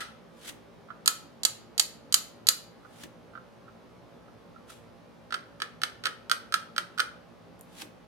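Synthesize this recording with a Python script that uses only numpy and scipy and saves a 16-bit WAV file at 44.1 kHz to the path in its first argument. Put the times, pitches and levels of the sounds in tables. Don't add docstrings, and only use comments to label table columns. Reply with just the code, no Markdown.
import sys
import numpy as np
from scipy import signal
from scipy.fft import rfft, irfft
from scipy.io import wavfile
from scipy.ndimage import uniform_filter1d

SR = 44100
rng = np.random.default_rng(int(sys.argv[2]) if len(sys.argv) > 2 else 0)


def persist_wave(psi):
    counts = np.round(np.clip(psi, -1, 1) * 32767).astype(np.int16)
    wavfile.write(sys.argv[1], SR, np.atleast_2d(counts).T)


N = 355882


def seat_clicks():
    # start in seconds, level in dB, extra knock of the whole body in dB.
    clicks = [(1.0765, -11.5, 5), (1.4509, -13, -4), (1.7965, -11.5, -8), (2.1421, -10, 0),
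              (2.4867, -9.5, 1.5)]
    # start in seconds, level in dB, brightness in dB per octave, extra knock in dB.
    graze = (7.6105, -47, 21, -11.5)
    # frequency in Hz, width in Hz, relative level in dB, left minus right in dB.
    modes = [(1130, 120, -28.5, 11), (1294, 42, -6, -15.5), (1325, 350, -16, 15), (1670, 380, -13.5, -14.5),
             (2090, 72, -11.5, -8.5), (2480, 30, -11, -7), (3076, 280, -4, -0.5), (3370, 70, -19.5, 14),
             (3640, 170, -9, -6), (4060, 190, -4.5, -9), (4400, 130, -2.5, -9), (4710, 99, -1.5, -8),
             (5500, 210, -12, 14.5), (5932, 73, -12, -4), (6160, 280, -8.5, -6.5), (6730, 120, -5, -5.5),
             (6970, 40, -6, -4.5), (7150, 120, -4, -18), (7810, 460, -5, -2), (9000, 130, -19.5, 14),
             (8750, 220, -6, -14), (9760, 140, -14.5, -14), (10900, 800, -13.5, 16.5),
             (10200, 170, -14.5, 16), (11550, 210, -9, 6), (11400, 110, -10, 7), (12200, 390, -16.5, 11),
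             (13200, 200, -15.5, 8)]
    # frequency in Hz, gain in dB.
    radiation = [(100, -7), (500, 2.5), (800, 3), (1300, 2), (2000, -2.5), (2700, -1), (4200, 2), (5800, 0),
                 (9000, -4), (13000, -4.5), (16000, -9)]
    blows = nail(clicks, neutral_db=-15.5) + [graze]
    return taps(blows, modes, radiation, dense_db=-4.5, spread_s=0.0033, apart=0.6, scatter_db=1.23)


def metal_knocks():
    # start in seconds, level in dB, extra knock of the whole body in dB.
    knocks = [(5.3239, -27, 1), (5.3419, -23, 1.5), (5.6192, -23.5, -3), (5.8344, -19, -3),
              (6.0556, -20.5, -2.5), (6.0675, -23.5, -1), (6.3144, -15, 5), (6.5408, -15.5, 6),
              (6.7805, -19, 2), (6.9945, -19, 14), (7.0015, -18, 1.5)]
    # start in seconds, level in dB.
    touches = [(0.9035, -34.5), (2.848, -45.5), (3.3525, -37.5), (3.375, -39), (3.679, -46.5), (4.28, -52),
               (4.56, -45.5), (4.698, -47)]
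    touch_db_per_octave, touch_knock_db = -11, 8.5
    soft_blows = [(s, level_db, touch_db_per_octave, touch_knock_db) for s, level_db in touches]
    return metal(nail(knocks, neutral_db=-21) + soft_blows)


def metal(blows):
    # frequency in Hz, width in Hz, relative level in dB, left minus right in dB.
    modes = [(1269, 73, -5.5, -20.5), (1378, 128, 3.5, -7.5), (1490, 91, -8.5, -13), (1550, 99, 3, -0.5),
             (1710, 220, -6, -19), (1965, 50, -26, -15), (2096, 60, -13, 3.5), (2460, 77, -14, -18),
             (2680, 300, -16, -11.5), (3090, 130, -0.5, 0), (3380, 61, -8.5, -7.5),
             (3850, 100, -17.5, -17.5), (4320, 250, -16.5, 2), (4580, 140, -11, -7),
             (5190, 130, -21, -12.5), (5350, 190, -11.5, 2.5), (5960, 78, -18.5, -13.5),
             (6220, 110, -17.5, -7), (6260, 340, -19.5, 2), (8040, 250, -20, -8), (8600, 180, -17, -18.5),
             (10760, 280, -28, 13.5), (11740, 970, -29, 12.5)]
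    # frequency in Hz, gain in dB.
    radiation = [(100, 0), (500, 4), (950, -5.5), (1300, 3), (1700, -0.5), (2700, -0.5), (4200, 8.5),
                 (6300, 1), (7400, 1.5), (11000, 2.5), (14000, -4.5), (16000, -21)]
    return taps(blows, modes, radiation, dense_db=-3, spread_s=0.0033, apart=0.49, scatter_db=0.3)


def nail(rows, neutral_db):
    tilt = 0.4359
    return [(s, level_db, tilt * (level_db - neutral_db), knock_db) for s, level_db, knock_db in rows]


def taps(blows, modes, radiation, dense_db, spread_s, apart, scatter_db, size=8192):
    left_lag_s = 0.00015
    lead_samples, blow_s = 64, 0.005
    t = np.arange(size) / SR
    hz = np.fft.rfftfreq(size, 1 / SR) + 1
    mode_hz, width_hz, mode_db, pan_db = np.transpose(modes)[:, :, None]
    peaks = 1 / (1 + ((hz ** 2 - mode_hz ** 2) / (hz * width_hz)) ** 2)
    octaves = np.log2(np.clip(hz, 1000, 12000) / 3000)
    body = np.exp(-((hz - 1330) / 260) ** 2)
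    lag = np.exp(-2j * np.pi * np.outer([1, 0], hz * left_lag_s))
    out = np.zeros((2, N))
    for s, level_db, bright_db, knock_db in blows:
        struck_db = mode_db + scatter_db * rng.standard_normal(mode_db.shape)
        power = np.array([(amp(struck_db + side * pan_db / 2) ** 2 * peaks).sum(0) for side in (1, -1)])
        power += amp(dense_db) ** 2 * np.minimum(hz / 4000, 1) ** 2 * uniform_filter1d(power, size=240)
        colour_db = read(radiation, hz) + bright_db * octaves + knock_db * body
        ring = causal(np.sqrt(power) * amp(colour_db))
        smear = np.exp(-t / (spread_s * 2 ** (-bright_db / 11)))
        paths = rfft((rng.standard_normal(size) + apart * rng.standard_normal((2, size))) * smear)
        paths /= causal(np.sqrt(uniform_filter1d(abs(paths) ** 2, size=90)))
        blow = np.roll(irfft(ring * lag * paths), lead_samples, axis=1)
        add(out, s - lead_samples / SR, amp(level_db) * unit(blow) * np.sqrt(blow_s * SR / size))
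    return out


def brushing(grain_db, slip_db, gain_db):
    # firmest moment in seconds, relative level in dB, swell and fade times in seconds.
    strokes = [(0.494, -44.5, 0.041, 0.01), (3.036, -55, 0.071, 0.015), (4.703, -53.5, 0.0092, 0.044),
               (7.816, -48.5, 0.043, 0.017)]
    # frequency in Hz, relative density in dB.
    hiss = [(200, -10), (700, -5.5), (1400, 5), (2300, 4), (3400, 8.5), (5000, 1.5), (8500, 1),
            (11500, -1.5), (16000, -14)]
    t = np.arange(N) / SR
    pressure = np.zeros(N)
    for peak_s, level_db, swell_s, fade_s in strokes:
        pressure += amp(level_db) * np.exp(np.minimum((t - peak_s) / swell_s, (peak_s - t) / fade_s))
    ridges = unit(uniform_filter1d(rng.standard_normal(N), size=30))
    slips = unit(uniform_filter1d(rng.standard_normal(N), size=260))
    friction = unit(amp(grain_db * ridges + slip_db * slips))
    return amp(gain_db) * pressure * friction * noise_pair(hiss, alike=0.12, size=N)


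def releases(snap_s, thud_hz, thud_s, size=8192):
    # start in seconds, snap level in dB, thud level in dB.
    lifts = [(0.491, -43.5, -51), (3.036, -38, -48.5), (7.819, -33.5, -50.5)]
    snap_spectrum = [(200, -10), (2500, 0.0), (8000, -9.5), (16000, -19)]  # Hz, relative dB
    t = np.arange(size) / SR
    out = np.zeros((2, N))
    for s, snap_db, thud_db in lifts:
        snap = noise_pair(snap_spectrum, alike=0.49, size=size) * np.exp(-t / snap_s)
        thud = np.sin(2 * np.pi * thud_hz * t) * np.exp(-t / thud_s)
        add(out, s, amp(snap_db) * snap + amp(thud_db) * thud)
    return out


def reflections(x, count=3):
    turn = 2 * np.pi * np.arange(N) / SR
    wet = np.zeros((2, N))
    for k in range(count):
        share = np.sqrt(2 / count) * np.cos(turn + np.pi * k / count)
        for side in x:
            wet += room(side * share, first_s=0.0017, build_s=0.0018, near_db=8, near_s=0.038)
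    return wet


def room(x, first_s, build_s, near_db, near_s, size=32768):
    # frequency in Hz, seconds to fall by 60 dB.
    t60 = [(300, 0.41), (1400, 0.48), (4500, 0.44), (8000, .31), (15000, .34)]
    # frequency in Hz, relative level in dB.
    colour = [(300, 16), (1400, 1.5), (2400, 4), (3200, -1.5), (4600, -2), (5700, 0), (6700, 3), (7500, 0),
              (9500, 3), (11000, 1), (15000, 5)]
    hz, t, bands = signal.stft(rng.standard_normal((2, size)), SR, nperseg=256)
    decay_db = 60 * t / read(t60, hz)[:, None]
    bands *= amp(read(colour, hz)[:, None] - decay_db + near_db * np.exp(-t / near_s))
    tail = signal.istft(bands, SR, nperseg=256)[1][:, :size]
    tail *= np.clip((np.arange(size) / SR - first_s) / build_s, 0, 1)
    tail /= np.linalg.norm(tail, axis=1, keepdims=True)
    return signal.fftconvolve(x[None], tail, axes=1)[:, :N]


def fan(air_db, hum_gain_db, waver):
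    # frequency in Hz, relative density in dB.
    wash = [(25, -47.5), (42, -21), (60, -8), (120, -1.5), (220, 0), (310, -5), (560, -4), (800, -12),
            (1100, -11.5), (2000, -20.5), (4000, -26), (6300, -32.5), (7300, -38), (12000, -39),
            (15500, -50)]
    # frequency in Hz, relative level in dB.
    tones = [(119, -80), (241, -66), (501, -74.5), (524, -82.5), (569, -66.5), (678, -74.5), (797, -70),
             (851, -71.5)]
    air = unit(doubled(noise_pair(wash, alike=0.38, size=N), share=0.97))
    t = np.arange(N) / SR
    hum = np.zeros((2, N))
    for hz, db in tones:
        drift = waver * np.cumsum(rng.standard_normal(N)) / np.sqrt(SR)
        side_phase = rng.uniform(-0.14, 0.61, (2, 1))
        hum += amp(db) * np.sqrt(2) * np.sin(2 * np.pi * hz * t + drift + side_phase)
    return (amp(air_db) * air + amp(hum_gain_db) * hum) * amp([[-0.4], [0.4]])


def doubled(x, share):
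    early_samples = 768
    return x + share * np.pad(x[:, early_samples:], ((0, 0), (0, early_samples)))


def noise_pair(spectrum, alike, size):
    common, left, right = rng.standard_normal((3, size))
    white = np.sqrt(alike) * common + np.sqrt(1 - alike) * np.array([left, right])
    gain = amp(read(spectrum, np.fft.rfftfreq(size, 1 / SR)))
    return unit(irfft(rfft(white) * gain, size))


def causal(gain):
    cepstrum = irfft(np.log(gain + 1e-6))
    half = cepstrum.shape[-1] // 2
    cepstrum[:, 1:half] *= 2
    cepstrum[:, half + 1:] = 0
    return np.exp(rfft(cepstrum))


def amp(db):
    return 10 ** (np.asarray(db) / 20)


def unit(x):
    return x / np.sqrt(np.mean(x ** 2) + 1e-20)


def read(points, hz):
    point_hz, value = np.transpose(points)
    return np.interp(np.log(hz + 1), np.log(point_hz), value)


def add(mix, s, sound):
    part = mix[:, max(round(s * SR), 0):][:, :sound.shape[1]]
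    part += sound[:, :part.shape[1]]


def scene():
    # start in seconds (sounds at zero), level in dB, brightness in dB per octave, extra knock in dB.
    tank_tap = (-0.1, -20, 1.5, -1.5)
    seat = seat_clicks()
    skin = brushing(grain_db=1.0, slip_db=2.0, gain_db=4.0)
    skin += releases(snap_s=0.0055, thud_hz=298.4, thud_s=0.019)
    handling = seat + metal_knocks() + skin
    wet = reflections(handling + metal([tank_tap]))
    foreground = doubled(handling + amp(-8.0) * wet, share=0.23)
    return foreground + fan(air_db=-53.0, hum_gain_db=-2.5, waver=3.5)


def record(dry):
    edge_hz = 16450
    clipped = np.clip(dry, -1, 1)
    lowpass = signal.firwin(255, edge_hz, window=("kaiser", 8), fs=SR)
    return signal.oaconvolve(clipped, lowpass[None], "same")


dry = scene()
out = record(dry)
persist_wave(out)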